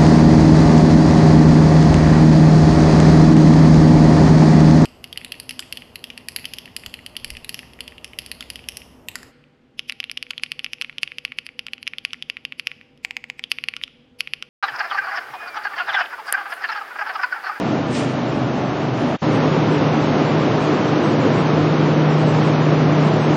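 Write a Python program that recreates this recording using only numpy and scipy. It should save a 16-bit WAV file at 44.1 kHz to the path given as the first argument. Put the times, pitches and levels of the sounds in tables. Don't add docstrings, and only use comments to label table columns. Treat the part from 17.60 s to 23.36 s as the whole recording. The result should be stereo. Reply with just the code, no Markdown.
import sys
import numpy as np
from scipy import signal
from scipy.fft import rfft, irfft, dct
from scipy.io import wavfile
from scipy.ndimage import uniform_filter1d

SR = 44100
rng = np.random.default_rng(int(sys.argv[2]) if len(sys.argv) > 2 else 0)


def ratio_of_db(decibels):
    return 10 ** (np.asarray(decibels, float) / 20)


def materialize(psi):
    bounded = np.clip(np.atleast_2d(psi).T, -1, 1)
    quanta = np.round(bounded * 32767).astype(np.int16)
    wavfile.write(sys.argv[1], SR, quanta)


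N = 254016
CHANGE_S = 1.6
HOP = 2048

# frequency in Hz, left minus right in dB.
LEAN_END_CAR = [(60, 0.5), (210, 0.0), (710, -1.0), (2440, -2.0), (8370, -0.5)]

CRACK_S, CRACK_RISE_S, LEAK_DB = 0.305, 0.0091, -40
SNAP_S, SNAP_RISE_S, BLAST_DB = 0.352, 0.012, -29
BLOWDOWN_DB_PER_S, BLEED_DB, BLEED_DB_PER_S, SHUT_DB = 97.5, -46, 18.5, -92


def rms_one(x):
    return x / np.sqrt(np.mean(x ** 2) + 1e-20)


def in_time(rows):
    seconds, *columns = np.transpose(rows)
    return [np.interp(np.arange(N) / SR, seconds, column) for column in columns]


def at_hz(points, hz):
    table_hz, values = np.transpose(points)
    return np.interp(np.log(hz), np.log(table_hz), values)


def drift(rate):
    pole = np.exp(-80 * np.pi * rate / SR)
    noise = rng.standard_normal(N // 40 + 2002)
    slow = signal.lfilter([1], [1, -2 * pole, pole * pole], noise)[2000:]
    return np.interp(np.arange(N) / 40, np.arange(len(slow)), rms_one(slow))


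def airflow(spectrum, ducts, likeness, lean, patchy_db, gust_db):
    hz = np.fft.rfftfreq(N, 1 / SR) + 1
    colour_db = at_hz(spectrum, hz)
    for centre_hz, width_hz, lift_db in ducts:
        colour_db = colour_db + lift_db / (1 + (2 * (hz - centre_hz) / width_hz) ** 2)
    mid, side = rfft(rng.standard_normal((2, N))) * ratio_of_db(colour_db)
    alike = np.clip(at_hz(likeness, hz), 0, 1)
    pair = np.sqrt(1 + alike) * mid + np.sqrt(1 - alike) * side * np.array([[1], [-1]])
    pair = pair * ratio_of_db(np.outer([0.5, -0.5], at_hz(lean, hz)))
    gust = drift(4.3)
    place = np.clip(np.log2(hz / 60) / 1.5, 0, 5)
    out = 0
    for centre in range(6):
        share = np.cos(np.pi / 2 * np.clip(place - centre, -1, 1)) ** 2
        flicker_db = gust_db * gust + patchy_db * drift(7.0)
        out = out + irfft(pair * share, N) * ratio_of_db(flicker_db)
    return out / np.sqrt(np.mean(out.mean(axis=0) ** 2))


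def tone(hz, wander_hz, flutter_db):
    cycles = np.cumsum(hz + wander_hz * drift(4.77)) / SR + rng.random()
    return np.sqrt(2) * np.sin(2 * np.pi * cycles) * ratio_of_db(flutter_db * drift(7.9))


def whoosh_beside_end_car():
    # frequency in Hz, level in dB.
    air_colour = [(20, -36.5), (45, -29), (85, -22), (112, -7.5), (185, -7.5), (290, -4.5), (400, -11),
                  (800, -16), (1500, -24), (3000, -29.5), (4500, -38), (6500, -43.5), (8000, -49),
                  (11000, -51)]
    # frequency in Hz, width in Hz, lift in dB.
    casing = [(136, 38, -3.5), (269, 68, 2), (686, 230, 4), (1290, 440, 3)]
    # frequency in Hz, left-right likeness from 0 to 1.
    spread = [(60, 0.94), (250, 0.97), (500, 0.94), (1000, 0.9), (2000, .65), (4000, 0.89), (8000, 0.63)]
    return ratio_of_db(-21.5) * airflow(air_colour, casing, spread, LEAN_END_CAR, patchy_db=-0.08, gust_db=0.62)


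def whoosh_under_roof():
    # frequency in Hz, level in dB.
    air_colour = [(20, -51.5), (45, -29.5), (85, -23), (110, -6), (196, -6), (298, -5), (580, -10),
                  (1300, -17.5), (1550, -21), (3000, -28), (4500, -35.5), (6500, -41.5), (8000, -45.5),
                  (11000, -53.5)]
    # frequency in Hz, width in Hz, lift in dB.
    casing = [(128, 9.2, 1.5), (269, 90, 2.5), (453, 130, 1), (1160, 300, 0.5)]
    # frequency in Hz, left-right likeness from 0 to 1.
    spread = [(30, .9), (90, 0.96), (250, 0.97), (500, 0.89), (1000, 0.73), (2000, 0.61), (4000, 0.72),
              (8000, 0.67)]
    # frequency in Hz, left minus right in dB.
    balance = [(60, 1.5), (210, 0.5), (710, -0.5), (2440, -1.5), (8370, 0.0)]
    return ratio_of_db(-17.5) * airflow(air_colour, casing, spread, balance, patchy_db=0.0, gust_db=0.24)


def second_fan_drone():
    return ratio_of_db(-32) * tone(126, wander_hz=3.43, flutter_db=4.2)


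def blades(first_db, octave_db):
    blade_hz = 152.8
    first = tone(blade_hz, wander_hz=0.3, flutter_db=0.7)
    octave = tone(2 * blade_hz, wander_hz=4.02, flutter_db=3.0)
    return ratio_of_db(first_db) * first + ratio_of_db(octave_db - 1.0) * octave


def converter():
    # frequency in Hz, level in dB.
    whine = [(57.5, -54.5), (242.2, -32.5), (588, -41), (1412.5, -55.5), (1766, -51), (2353, -57.5),
             (3531.6, -69)]
    return sum(ratio_of_db(db) * tone(hz, wander_hz=0.77, flutter_db=2.3) for hz, db in whine)


def valve_db():
    opening_db, = in_time([
        (CRACK_S, SHUT_DB),
        (CRACK_S + CRACK_RISE_S, LEAK_DB),
        (SNAP_S - SNAP_RISE_S, LEAK_DB),
        (SNAP_S, BLAST_DB),
    ])
    since = np.arange(N) / SR - SNAP_S
    blowdown_db = BLAST_DB - BLOWDOWN_DB_PER_S * since
    bleed_db = BLEED_DB - BLEED_DB_PER_S * since
    return np.where(since < 0, opening_db, np.maximum(blowdown_db, bleed_db))


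def vent():
    # frequency in Hz, level in dB.
    jet_colour = [(700, -23), (1500, -1), (2400, 4), (3500, -2.5), (5500, -4.5), (7000, -7.5), (9000, -8.5),
                  (9600, -23.5), (10500, -18), (11200, -32)]
    # frequency in Hz, left-right likeness from 0 to 1.
    jet_spread = [(1000, 0.41), (3000, 0.83), (9000, .6)]
    jet = airflow(jet_colour, [], jet_spread, LEAN_END_CAR, patchy_db=0.9, gust_db=-2.0)
    return ratio_of_db(valve_db()) * jet


def beside_end_car():
    fans = whoosh_beside_end_car() + second_fan_drone() + blades(-34.5, -38.5)
    return fans + converter() + vent()


def under_roof():
    # time in seconds, blade tone level in dB.
    turn_to_crest = [
        (1.63, -24),
        (2.2, -24),
        (3.1, -28),
        (3.7, -22.5),
        (4.6, -18.5),
        (5.76, -19.5),
    ]
    blade_db, = in_time(turn_to_crest)
    return whoosh_under_roof() + blades(blade_db, -29.5)


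def scene():
    return np.where(np.arange(N) < CHANGE_S * SR, beside_end_car(), under_roof())


def step_db(s):
    jet_db = 10 * np.log10(uniform_filter1d(ratio_of_db(2 * valve_db()), HOP))
    spot_db, = in_time([(CHANGE_S, -30.7), (CHANGE_S + 0.06, -25.6)])
    masked_db = 0.55 * np.maximum(jet_db + 44, 0)
    return np.interp(s, np.arange(N) / SR, spot_db + masked_db)


def coarse_recorder(x):
    offset = 54
    fast = signal.resample_poly(x, 160, 147)
    count = len(fast) // HOP + 3
    ends = (2 * HOP - offset, (count - 1) * HOP - len(fast) + offset)
    blocks = np.pad(fast, ends, "reflect").reshape(-1, HOP)
    window = np.sin(np.pi * (np.arange(2 * HOP) + 0.5) / (2 * HOP))
    a, b, c, d = np.split(np.hstack([blocks[:-1], blocks[1:]]) * window, 4, axis=1)
    lines = dct(np.hstack([-c[:, ::-1] - d, a - b[:, ::-1]]), type=4, norm="ortho")
    step = ratio_of_db(step_db((np.arange(count) - 1) * HOP / 48000))[:, None]
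    rounded = np.round(lines / step) * step
    u, v = np.split(dct(rounded, type=4, norm="ortho"), 2, axis=1)
    frames = np.hstack([v, -v[:, ::-1], -u[:, ::-1], -u]) * window
    joined = (frames[1:, :HOP] + frames[:-1, HOP:]).ravel()[HOP - offset:]
    return signal.resample_poly(joined, 147, 160)[:N]


def low_pass(x):
    return signal.sosfilt(signal.butter(12, 11000, fs=SR, output="sos"), x)


def record(dry):
    fade_out_s, fade_in_s = 1.5546, 1.6175
    gain, = in_time([(fade_out_s, 1), (fade_out_s + 0.014, 0), (fade_in_s, 0), (fade_in_s + 0.0061, 1)])
    left, right = 2.593 * np.tanh(dry * np.clip(gain, 0, 1) / 2.394)
    mid = coarse_recorder((left + right) / 2)
    side = coarse_recorder((left - right) / 2)
    return low_pass(np.array([mid + side, mid - side]))


dry = scene()
out = record(dry)
materialize(out)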